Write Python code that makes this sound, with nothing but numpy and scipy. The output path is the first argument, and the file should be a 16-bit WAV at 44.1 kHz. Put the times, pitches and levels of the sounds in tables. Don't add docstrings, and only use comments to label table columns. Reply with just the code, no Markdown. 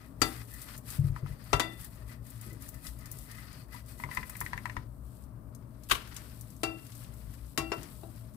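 import sys
import numpy as np
from scipy import signal
from scipy.fft import rfft, irfft, next_fast_len
from scipy.io import wavfile
from scipy.ndimage import uniform_filter1d, map_coordinates

SR = 44100
rng = np.random.default_rng(int(sys.argv[2]) if len(sys.argv) > 2 else 0)


def store_wav(level_fs):
    pcm = np.round(np.clip(np.atleast_2d(level_fs), -1, 1) * 32767)
    wavfile.write(sys.argv[1], SR, pcm.T.astype(np.int16))


N = 368676

# [t/s, sizzle level/dB, lower rustle level/dB]
FRYING_LEVELS = [(0, -74, -76), (2.2, -84, -81), (2.3, -68, -67), (3.6, -62, -72), (3.68, -75, -84),
                 (4.0, -65, -68), (4.8, -76, -64), (4.9, -71, -82), (5.24, -68.5, -78.5), (5.3, -85, -81.5),
                 (5.7, -79, -78), (5.87, -57.5, -70), (6.0, -63, -60), (6.2, -56, -58), (6.6, -65, -74.5),
                 (6.8, -63, -65.5), (6.95, -58.5, -66.5), (7.35, -61.5, -66), (7.55, -67.5, -77),
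                 (7.85, -56.5, -55), (8.0, -59, -75), (8.2, -60.5, -68.5), (8.36, -70, -77)]
# [t/s, length/s, rubbing level/dB, treble hiss level/dB, swell/(dB/s),
# lower singing/dB against rubbing, upper singing/dB against rubbing]
BLADE_STROKES = [(0, 0.06, -63.5, -72, -30, 0.5, -22), (0.252, 0.17, -55.5, -48.5, -19, -3.5, -22),
                 (0.493, 0.14, -66.5, -55.5, 42, -1, -18), (0.685, 0.07, -53.5, -53, 9, -13, -19),
                 (0.884, 0.079, -54.5, -49.5, 10, -8.5, -11), (1.043, 0.043, -62.5, -61.5, 5, -4.5, -17),
                 (1.164, 0.022, -58.5, -60, 5, -7, -17), (1.272, 0.064, -60, -59.5, -30, -3, -17),
                 (1.393, 0.17, -66.5, -64.5, 53, -5, -4), (1.62, 0.12, -61, -57, -15, 0, -15),
                 (1.792, 0.062, -59.5, -54, 22, -4, -16), (1.93, 0.099, -67, -62, -13, -4, -20),
                 (2.09, 0.041, -61, -57, 20, -1.5, -22), (2.259, 0.12, -65.5, -58, -20, -9, -25),
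                 (2.435, 0.11, -60, -56, -49, -2.5, -24), (2.624, 0.053, -65.5, -55, 5, -2, -22),
                 (2.75, .08, -68.5, -66, -10, 2, -20), (2.85, 0.023, -59, -53, 5, -1.5, -20),
                 (3.005, 0.069, -63.5, -63, 67, -2.5, -29), (3.118, 0.14, -71.5, -60.5, 7, 1, -21),
                 (3.293, 0.15, -60, -62.5, 9, -0.5, -19), (3.47, 0.15, -59.5, -61.5, -22, -8, 0),
                 (3.733, 0.045, -58.5, -56.5, -10, -1.5, -5), (3.888, 0.033, -62, -56.5, -10, -5, -6),
                 (4.007, 0.03, -61.5, -54, 5, 3, -15), (4.12, 0.095, -55.5, -55.5, 3, 0.5, -8),
                 (4.264, 0.22, -62.5, -56, -8, 0, -18), (4.457, 0.31, -63, -60.5, -12, -6, -28)]
# [f/Hz, likeness 0 to 1]
MIC_LIKENESS = [(60, 0.84), (150, 0.97), (380, 0.77), (950, 0.086), (2400, 0.042), (6000, .01)]


def amp(db):
    return 10 ** (np.asarray(db) / 20)


def unit(x):
    return x / np.sqrt(np.mean(x ** 2) + 1e-20)


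def along(points, hz):
    f, v = np.transpose(points)
    return np.interp(np.log(hz + 1), np.log(f + 1), v)


def wobble(rate):
    knots = rng.standard_normal(int(N * rate / SR) + 4)
    return map_coordinates(knots, [np.arange(N) * rate / SR])


def filtered(x, response):
    m = next_fast_len(x.shape[-1] + 8192)
    spectrum = rfft(x, m) * response(np.fft.rfftfreq(m, 1 / SR))
    return irfft(spectrum, m)[..., :x.shape[-1]]


def tilt(db_octave, low_hz):
    def response(hz):
        slope = amp(db_octave * np.log2(np.maximum(hz, low_hz) / 1000))
        return slope * hz ** 2 / np.sqrt(hz ** 4 + low_hz ** 4)
    return response


def resonance(hz, centre_hz, half_width_hz):
    return 1 / (1 + ((hz - centre_hz) / half_width_hz) ** 2)


def hump(hz, centre_hz, curve_db):
    return amp(-curve_db * np.log2((hz + 1) / centre_hz) ** 2)


def mic_angle(hz):
    return np.arccos(np.clip(along(MIC_LIKENESS, hz), 0, 1))


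def rush(gain, size=N):
    def mid_side(hz):
        turn = mic_angle(hz) / 2
        return gain(hz) * [np.cos(turn), np.sin(turn)]
    mid, side = filtered(rng.standard_normal((2, size)), mid_side)
    return unit(np.array([mid + side, mid - side]))


def ring(hz, db, t60, t, attack=0.001):
    apart = mic_angle(hz) * rng.choice([-.5, .5])
    phase = 2 * np.pi * (hz * t + rng.random()) + np.array([[apart], [-apart]])
    return amp(db - 60 * t / t60) * (1 - np.exp(-t / attack)) * np.sin(phase)


def add(track, s, sound):
    part = track[:, round(s * SR):][:, :sound.shape[1]]
    part += sound[:, :part.shape[1]]


def level(rows):
    s, *columns_db = np.transpose(rows)
    return [amp(np.interp(np.arange(N) / SR, s, db)) for db in columns_db]


def stroking(levels_db):
    rise_db_per_s, fall_db_per_s = 399, 320
    t, power = np.arange(0, N, 32) / SR, 0
    for (s, length, _, _, swell_db, *_), db in zip(BLADE_STROKES, levels_db):
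        before = rise_db_per_s * np.maximum(s - t, 0)
        after = fall_db_per_s * np.maximum(t - s - length, 0)
        swell = swell_db * np.clip(t - s, 0, length)
        power = power + amp(db + swell - before - after) ** 2
    return np.interp(np.arange(N) / SR, t, np.sqrt(power))


def treble_gain():
    hiss_db = np.transpose(BLADE_STROKES)[3]
    return np.hypot(level(FRYING_LEVELS)[0], stroking(hiss_db))


def kitchen(x):
    # [f/Hz, t60/s]
    room_decay = [(200, 0.57), (2000, 0.13), (10000, 0.17)]
    hz, t, z = signal.stft(rush(np.ones_like, SR // 2), SR, nperseg=256)
    decay = amp(-60 * t / along(room_decay, hz)[:, None])
    tail = signal.istft(z * decay, SR, nperseg=256)[1]
    late = np.pad(x, ((0, 0), (220, 0)))
    return signal.fftconvolve(late, tail / np.linalg.norm(tail[0]), axes=1)[:, :N]


def fan():
    # [f/Hz, level/dB]
    air_colour = [(12, -40.5), (20, -26.5), (54, -5), (85, -14), (119, -2.5), (147, -10.5), (267, -16.5),
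                  (303, -20.5), (504, -26.5), (637, -21), (709, -31), (1130, -28.5), (3200, -61),
                  (4160, -100), (7040, -120)]
    # [f/Hz, half-width/Hz, level/dB]
    hum_bands = [(60.4, 6.9, -54.5), (114.8, 3.7, -54.5), (222.2, 15.5, -65.5), (274.2, 20.5, -64.5),
                 (624, 26, -78)]
    air = amp(-52.5 + 1.1 * wobble(4.7)) * rush(lambda hz: amp(along(air_colour, hz)))
    for centre_hz, half_width, db in hum_bands:
        hum = rush(lambda hz: resonance(hz, centre_hz, half_width))
        air += amp(db + 2.2 * wobble(2.5)) * hum
    return air


def sizzle():
    # [f/Hz, level/dB]
    burst_colour = [(1470, -37), (2500, -11.5), (3830, -7), (4410, -6.5), (6860, -10), (7830, -1),
                    (13000, -1), (14900, -4), (16000, -12)]
    # [f/Hz, level/dB]
    hiss_colour = [(1650, -37.5), (2800, -15.5), (7070, -12), (8300, -3.5), (14900, -2), (16000, -4.5)]
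    bursts = amp(0.52 * wobble(45) + 1.6 * wobble(400) + 2.0 * wobble(15))
    steady = amp(-72.5) * rush(lambda hz: amp(along(hiss_colour, hz)))
    return steady + treble_gain() * unit(bursts * rush(lambda hz: amp(along(burst_colour, hz))))


def spits():
    # [t/s, level/dB, centre f/Hz]
    single_ticks = [(.5383, -29, 14600), (0.617, -28, 10900), (0.778, -29, 13000), (0.888, -35, 10700),
                    (.9715, -41, 10700), (1.8117, -31, 14700), (1.8452, -29.5, 11900), (2.3034, -32, 15000),
                    (2.4125, -31, 12500), (2.53, -36, 13100), (2.6217, -31.5, 13400), (2.689, -26, 14600),
                    (2.7427, -36, 12100), (2.8675, -28.5, 4700), (2.989, -35.5, 13600),
                    (3.0577, -33.5, 8280), (3.1152, -23, 14300), (3.187, -31, 12500), (3.3134, -34, 9050),
                    (4.148, -28, 12600), (4.296, -25.5, 13200), (4.368, -29, 14100), (4.4048, -19.5, 13000),
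                    (5.2385, -48, 8600), (5.549, -37.5, 9800), (5.835, -39, 8130), (6.165, -26, 6400),
                    (6.298, -46, 4200), (6.4107, -31.5, 11100), (6.5028, -39, 9510), (6.867, -38.5, 7790),
                    (6.9205, -38.5, 4700), (6.952, -37, 9700), (7.045, -42, 3200), (7.337, -40, 10800),
                    (7.831, -33.5, 8100)]
    out, t = np.zeros((2, N)), np.arange(SR // 8) / SR
    gain = treble_gain()
    chance_ticks = []
    for when, strength, pitch in rng.random((60, 3)):
        hiss_db = 20 * np.log10(gain[int(when * N)])
        chance_ticks.append((when * N / SR, hiss_db + 14 + 8 * strength, 8000 + 7000 * pitch))
    for s, db, centre_hz in single_ticks + chance_ticks:
        tick = amp(db - 26.5 - 60 * t / 0.005)
        hiss = amp(db - 12 - 60 * t / 0.049)
        add(out, s, rush(lambda hz: hump(hz, centre_hz, 6), len(t)) * (tick + hiss))
    return out


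def bumps():
    # [t/s, thud level/dB, lean to the higher modes/(dB/octave), rub level/dB]
    pan_bumps = [(.217, -33, 1.5, -39.5), (.985, -21, 9, -52.5), (1.036, -21, 8, -47),
                 (1.093, -26, -1, -62), (1.228, -29, 4, -49.5), (1.296, -33, 0, -75),
                 (1.528, -24, -1.5, -48), (2.459, -57, 7, -48), (2.521, -53, 6, -50), (4.04, -38, 2, -52),
                 (4.174, -38, -1.5, -52.5), (4.411, -40, .3, -51), (4.533, -38.5, -2, -52.5),
                 (4.765, -36, -4.5, -50.5), (5.913, -39.5, -8.5, -42), (7.271, -38, 1, -67),
                 (7.581, -37, 8, -50), (7.77, -41, 7, -47)]
    # [f/Hz, t60/s]
    stove_modes = [(48, 0.18), (97, 0.17), (140, 0.19)]
    out, t = np.zeros((2, N)), np.arange(SR // 2) / SR
    for s, db, lean_db, rub_db in pan_bumps:
        thud = sum(ring(hz, db + lean_db * np.log2(hz / 97), t60, t, attack=0.0094)
                   for hz, t60 in stove_modes)
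        rub = rush(lambda hz: hump(hz, 280, 14), len(t))
        rub_gain = amp(rub_db - 60 * t / 0.3) * (1 - np.exp(-t / 0.003))
        add(out, s, thud + rub_gain * rub)
    return out


def slap():
    # [t/s, level/dB, rise/s, t60/s, brightness/(dB/octave)]
    landing = [(5.887, -44, .002, 0.11, 9), (5.896, -33.5, 0.0036, 0.14, 1.5),
               (5.909, -13.5, 0.0056, 0.059, -1.5), (5.917, -21, 0.001, 0.055, 1),
               (5.946, -26, 0.0076, 0.057, 0.5), (5.95, -44, 0.011, 0.45, -1)]
    # [f/Hz, level/dB]
    puff_colour = [(180, -35), (300, -17), (787, -20.5), (1060, -4), (2100, -11), (2930, -6), (5700, -19.5),
                   (13100, -20), (16000, -29)]
    out, t = np.zeros((2, N)), np.arange(SR // 3) / SR
    for s, db, rise, t60, bright_db in landing:
        puff = rush(lambda hz: amp(along(puff_colour, hz) + bright_db * np.log2((hz + 1) / 1000)), len(t))
        crackle = amp(7.75 * uniform_filter1d(rng.standard_normal(len(t)), size=16))
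        envelope = amp(db - 60 * t / t60) * np.minimum(t / rise, 1)
        add(out, s, envelope * unit(crackle) * puff)
    return out


def scrape():
    # [f/Hz, level/dB]
    rub_colour = [(410, -44.5), (700, -11), (1130, -4), (1240, -2), (1480, -3.5), (1980, -5), (2780, -9.5),
                  (3820, -12), (4760, -8.5), (7000, -19.5), (9100, -37), (15400, -120)]
    # [f/Hz, half-width/Hz, level/dB]
    blade_groups = [
        [(1258, 21, -7.5), (1830, 90, -3.5), (1998, 43, -3), (2515, 56, -10)],
        [(4440, 120, -7.5), (4830, 130, -5)],
    ]
    _, _, rub_db, _, _, *groups_db = np.transpose(BLADE_STROKES)
    grit = amp(2.1 * wobble(60) + 1.8 * wobble(350) + 1.2 * wobble(12))
    rubbing = unit(grit * rush(lambda hz: amp(along(rub_colour, hz))))
    out = np.hypot(stroking(rub_db), level(FRYING_LEVELS)[1]) * rubbing
    for singing_db, group in zip(groups_db, blade_groups):
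        gain = stroking(rub_db + singing_db)
        for centre_hz, half_width, db in group:
            slips = amp(2.5 * wobble(15) + 2.5 * wobble(90))
            tone = rush(lambda hz: resonance(hz, centre_hz, half_width))
            out += gain * amp(db) * unit(slips * tone)
    return out


def taps():
    # [t/s, lowest mode level/dB, second mode level/dB, upper modes level/dB]
    rim_taps = [(1.162, -39, -34.5, -42.5), (1.262, -50, -42, -52), (3.746, -41, -68, -63),
                (3.999, -40.5, -44, -40), (4.037, -32.5, -52, -30), (4.089, -40.5, -43, -54),
                (4.113, -42.5, -55, -33), (4.172, -29, -33.5, -24.5), (4.23, -44.5, -54, -33.5),
                (4.297, -51, -53, -42), (4.353, -50, -55, -36), (4.413, -30.5, -43, -31),
                (4.463, -49, -63, -31.5), (4.532, -31.5, -46, -28.5), (4.577, -44, -54, -31),
                (4.656, -32.5, -37, -29.5), (4.697, -44, -53, -33.5), (4.767, -34, -36, -31.5)]
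    # [f/Hz, level/dB, t60/s]
    wood_modes = [(990, 1.5, .04), (1260, 1.5, .025), (1870, -1.5, .022), (2010, -1.5, .03)]
    out, t = np.zeros((2, N)), np.arange(SR // 6) / SR
    for s, db, second_db, upper_db in rim_taps:
        lifts_db = [db, second_db, upper_db, upper_db]
        detune = rng.normal(1, .015, size=len(wood_modes))
        detune[2:] *= 1 - 0.11 * np.clip(s - 4.3, -.3, .5)
        sound = sum(ring(hz * d, mode_db + lift, t60, t, attack=0.00028)
                    for (hz, mode_db, t60), lift, d in zip(wood_modes, lifts_db, detune))
        sound += amp(upper_db - 10.5 - 60 * t / 0.054) * rush(lambda hz: hump(hz, 1900, 40), len(t))
        sound += amp(db - 14 - 60 * t / 0.085) * rush(lambda hz: hump(hz, 1000, 60), len(t))
        click = rush(tilt(-8.5, low_hz=2330), len(t))
        sound += amp(upper_db - 15.5 - 60 * t / 0.037) * click
        add(out, s, sound)
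    return out


def knocks():
    # [t/s, crack level/dB, brightness/(dB/octave), damping by the blade (divides t60),
    # ring level/dB, height on the wall, slant of the blade, place round the rim]
    wall_blows = [(.217, -15, -0.5, 1.92, -37, -0.062, -1.48, -.1),
                  (1.53, -15, -5.5, 2, -38, 1.5, 0.16, -.35),
                  (1.597, -18, -2.5, 1.01, -43.5, 0.42, .06, 0.76),
                  (6.633, -23.5, -1.5, 0.93, -42.5, -0.5, 0.46, -0.27),
                  (7.576, -21, 1, 0.77, -45, -0.63, 0.37, -0.12),
                  (7.718, -24, -7.5, 1.83, -41, 0.46, 0.57, -0.34),
                  (8.033, -48, -20, 1.63, -53, -0.46, 0.73, -0.25)]
    # [f/Hz, t60/s before damping]
    pan_modes = [(328, .24), (420, .16), (657, .26), (781, .33), (985, .22), (1335, .34), (1990, .42),
                 (2350, .18), (2735, .36), (3542, .42), (4660, .2), (5780, .18), (255, .08), (1098, .07),
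                 (1257, .08), (1536, .09), (1905, .17), (3900, .1), (5360, .11), (6965, .1), (8060, .07)]
    # [level/dB, dB per unit of height, of slant, of place]
    mode_waking = [(8.5, -6.5, -0.1, 3), (6, 2, -1.8, -13.5), (2.5, -1, 8, 2.5), (-3.5, -12.5, -4, -7),
                   (-1.5, 9.5, 5, 5.5), (5.5, 4.5, -2.1, -4.5), (-1.5, 4.5, -4.5, 9.5), (-3, -4, 2.2, 6.5),
                   (5, 0.2, 3.5, -6), (-7, 6, -5.5, 11), (1.9, 2, -8, 0.5), (-8.5, 5, -2, -8.5)]
    out, t = np.zeros((2, N)), np.arange(SR // 2) / SR
    next_blows = wall_blows[1:] + [[np.inf]]
    for (s, db, bright_db, damping, ring_db, height, slant, place), after in zip(wall_blows, next_blows):
        bright = tilt(bright_db, low_hz=750)
        crack = rush(lambda hz: bright(hz) / (1 + (hz / 12000) ** 4), len(t))
        clang = rush(tilt(bright_db - 6.5, low_hz=755), len(t))
        sound = amp(db - 6.5 - 60 * t / 0.065) * crack
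        sound += amp(db - 17.5 - 60 * t / 0.21) * clang

        dull_db = min(bright_db + 5, 0)
        woken_db = []
        for (hz, _), (base, up, lean, turn) in zip(pan_modes, mode_waking):
            struck_db = base + height * up + slant * lean + place * turn
            woken_db.append(ring_db + struck_db + dull_db * np.log2(max(hz / 800, 1)))
        for hz, _ in pan_modes[len(mode_waking):]:
            woken_db.append(db - 19.5 - 3 * np.log2(hz / 1000) + rng.normal(0, 4.8))

        for (hz, t60), mode_db in zip(pan_modes, woken_db):
            beat = 1 + .45 * np.cos(2 * np.pi * (rng.uniform(10, 35) * t + rng.random()))
            sound += beat * ring(hz, mode_db, t60 / damping, t)
        mute = amp(-18 * np.clip((s + t - after[0]) / .03, 0, 1))
        add(out, s, sound * mute)
    return out


def scene():
    blows = knocks() + taps() + slap() + spits()
    return blows + amp(-11) * kitchen(blows) + bumps() + sizzle() + scrape() + fan()


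def record(dry):
    # [f/Hz, level/dB]
    right_mic = [(60, -10.5), (180, -6.5), (450, -14.5), (1200, -10), (5000, -11), (9000, -8.5),
                 (15000, -6.5)]

    def response(hz):
        mics = amp(4.5 + np.array([0 * hz, along(right_mic, hz)]))
        return mics / (1 + (hz / 15600) ** 300)
    return filtered(dry, response)


dry = scene()
out = record(dry)
store_wav(out)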